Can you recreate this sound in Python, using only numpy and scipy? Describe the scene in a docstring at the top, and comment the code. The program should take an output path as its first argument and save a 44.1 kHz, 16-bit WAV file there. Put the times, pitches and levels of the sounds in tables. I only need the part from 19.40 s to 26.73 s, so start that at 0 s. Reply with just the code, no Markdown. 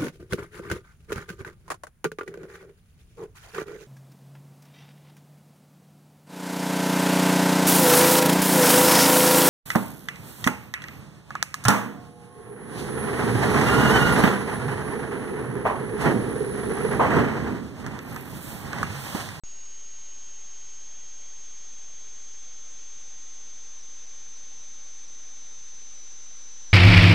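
"""Inside a tiny mono camera: a thin, rough whine over even amplifier hiss and faint circuit hum.
The whine, probably the power converter, sinks slowly in pitch, jitters and now and then sags or stumbles.
Sampling folds its second harmonic down into a faint line that rises as the whine falls."""
import sys
import numpy as np
from scipy.fft import rfft, irfft, next_fast_len
from scipy.io import wavfile
from scipy.ndimage import map_coordinates

SR = 44100
rng = np.random.default_rng(int(sys.argv[2]) if len(sys.argv) > 2 else 0)


def output_pcm(signal):
    """Save a mono or channel-first signal as 16-bit PCM at the path in sys.argv[1].

    Samples are clipped to [-1, 1] before scaling.
    """
    pcm = np.clip(np.atleast_2d(signal).T, -1, 1) * 32767
    wavfile.write(sys.argv[1], SR, np.round(pcm).astype(np.int16))


N = 323253
SAMPLING_HZ, TOP_HZ = 16000, 9000
STUMBLE_HALF_S = .012

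# Oscillator stumbles. Each row: centre in seconds, pitch drop in Hz, break-up depth from 0 to 1.
STUMBLES = [(4.414, 399.8, .75), (4.665, 190, 0.69), (5.667, 320, 0.64)]

def whine(t, level_db, folded_db, line_width_hz, flutter_db, flutter_knots_per_s):
    """Free-running oscillator with uneven cycles; in a stumble it breaks into ragged flutter."""
    pitch_hz = whine_pitch(t)
    # timing errors add up to a random phase walk, widening the line
    jitter_rad = np.sqrt(2 * np.pi * line_width_hz / SR) * rng.standard_normal(N)
    phase = np.cumsum(2 * np.pi * pitch_hz / SR + jitter_rad)
    # second harmonic, mirrored about half the sampling rate
    folded_phase = 2 * np.pi * SAMPLING_HZ * t - 2 * phase
    steady = tone(phase, level_db) + tone(folded_phase, folded_db)
    flutter = wobble(flutter_knots_per_s) * np.sin(phase) + wobble(flutter_knots_per_s) * np.cos(phase)
    breakup = sum(depth * bell(t, centre_s, STUMBLE_HALF_S) for centre_s, _, depth in STUMBLES)
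    breakup = np.clip(breakup, 0, 1)
    return (1 - breakup) * steady + np.sqrt(breakup) * amp(level_db + flutter_db) * flutter


# Pitch sags without break-up. Each row: centre in seconds, half length in seconds, pitch drop in Hz.
SAGS = [(2.29, .012, 105.1), (3.642, .028, 90), (4.967, .016, 160), (5.209, .014, 90), (6.604, .032, 120),
        (7.277, .016, 110)]

def whine_pitch(t, base_hz=6428, sharp_hz=153, settle_s=.95, sink_hz_per_s=44.5):
    """Oscillator pitch in Hz: starts sharp, settles and sinks, with sags, stumbles and random dips."""
    dip_hz, dips_per_s, dip_half_s = 50, 1.4, .012
    drift_hz = base_hz + sharp_hz * np.exp(-t / settle_s) - sink_hz_per_s * t
    draws = rng.uniform(size=(round(dips_per_s * N / SR), 2))
    dips = [(when * N / SR, dip_half_s, dip_hz * (.5 + depth)) for when, depth in draws]
    stumbles = [(centre_s, STUMBLE_HALF_S, drop_hz) for centre_s, drop_hz, _ in STUMBLES]
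    drops = SAGS + stumbles + dips
    return drift_hz - sum(drop_hz * bell(t, centre_s, half_s) for centre_s, half_s, drop_hz in drops)


# Hiss spectrum. Each row: frequency in Hz, relative density in dB.
HISS_SPECTRUM = [(15, 6), (30, 3.5), (55, 1.5), (100, -1), (400, -1.06), (1500, -1), (3000, -1),
                 (5000, -1.5), (6500, -1), (8000, 0)]

def hiss(level_db):
    """White amplifier noise with a little flicker noise in the bass."""
    return amp(level_db) * unit(shaped(rng.standard_normal(N), HISS_SPECTRUM))


# Circuit tones. Each row: frequency in Hz, rms level in dB.
HUM_TONES = [(60, -88), (264.5, -84), (529, -86), (1342, -87)]

def hum(t):
    """Steady circuit tones, barely above the hiss."""
    return sum(tone(2 * np.pi * hz * t + rng.uniform(0, 2 * np.pi), db) for hz, db in HUM_TONES)


def amp(db):
    """Decibels to gain."""
    return 10 ** (np.asarray(db) / 20)


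def unit(x):
    """Scale to rms 1."""
    return x / np.sqrt(np.mean(x ** 2))


def tone(phase, rms_db):
    """Sine at the given level."""
    return np.sqrt(2) * amp(rms_db) * np.sin(phase)


def wobble(knots_per_s):
    """Smooth random curve."""
    knots = rng.standard_normal(int(N * knots_per_s / SR) + 4)
    return map_coordinates(knots, [np.arange(N) * knots_per_s / SR])


def bell(t, centre_s, half_s):
    """Gaussian pulse of height 1."""
    return np.exp(-((t - centre_s) / half_s) ** 2)


def filtered(x, response):
    """Zero-phase filter with gain response(hz)."""
    size = next_fast_len(N + SR // 2)
    hz = np.fft.rfftfreq(size, 1 / SR)
    return irfft(rfft(x, size) * response(hz), size)[..., :N]


def shaped(x, curve):
    """Filter by (Hz, dB) points on a log frequency axis, cut at TOP_HZ."""
    knots_hz, knots_db = np.transpose(curve)

    def response(hz):
        gain_db = np.interp(np.log(hz + 1), np.log(knots_hz + 1), knots_db)
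        return amp(gain_db) * (hz < TOP_HZ)
    return filtered(x, response)


def scene():
    """Hiss, hum and whine from one circuit, the same in both channels."""
    t = np.arange(N) / SR
    mono = hiss(level_db=-55.5) + hum(t)
    mono += whine(t, level_db=-45.5, folded_db=-63.5, line_width_hz=65.2,
                  flutter_db=-3, flutter_knots_per_s=450)
    return np.array([mono, mono])


# Camera treble roll-off. Each row: frequency in Hz, gain in dB.
TREBLE_ROLL_OFF = [(6500, 0), (7200, -0.6), (7700, -3), (8000, -6), (8300, -11.5), (8600, -20.5),
                   (8900, -31), (9000, -38)]

def record(dry, switch_on_s=0.036, dc_offset=-0.018):
    """The input switches on, resting slightly off zero, and is sampled at a low rate."""
    t = np.arange(N) / SR
    live = (dry + dc_offset) * (t >= switch_on_s)
    band_limited = filtered(live, lambda hz: hz < SAMPLING_HZ / 2)
    # sampling mirrors the treble upwards; the soft roll-off passes a little of that image
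    imaged = band_limited * (1 + 2 * np.cos(2 * np.pi * SAMPLING_HZ * t))
    return shaped(imaged, TREBLE_ROLL_OFF)


dry = scene()
out = record(dry)
output_pcm(out)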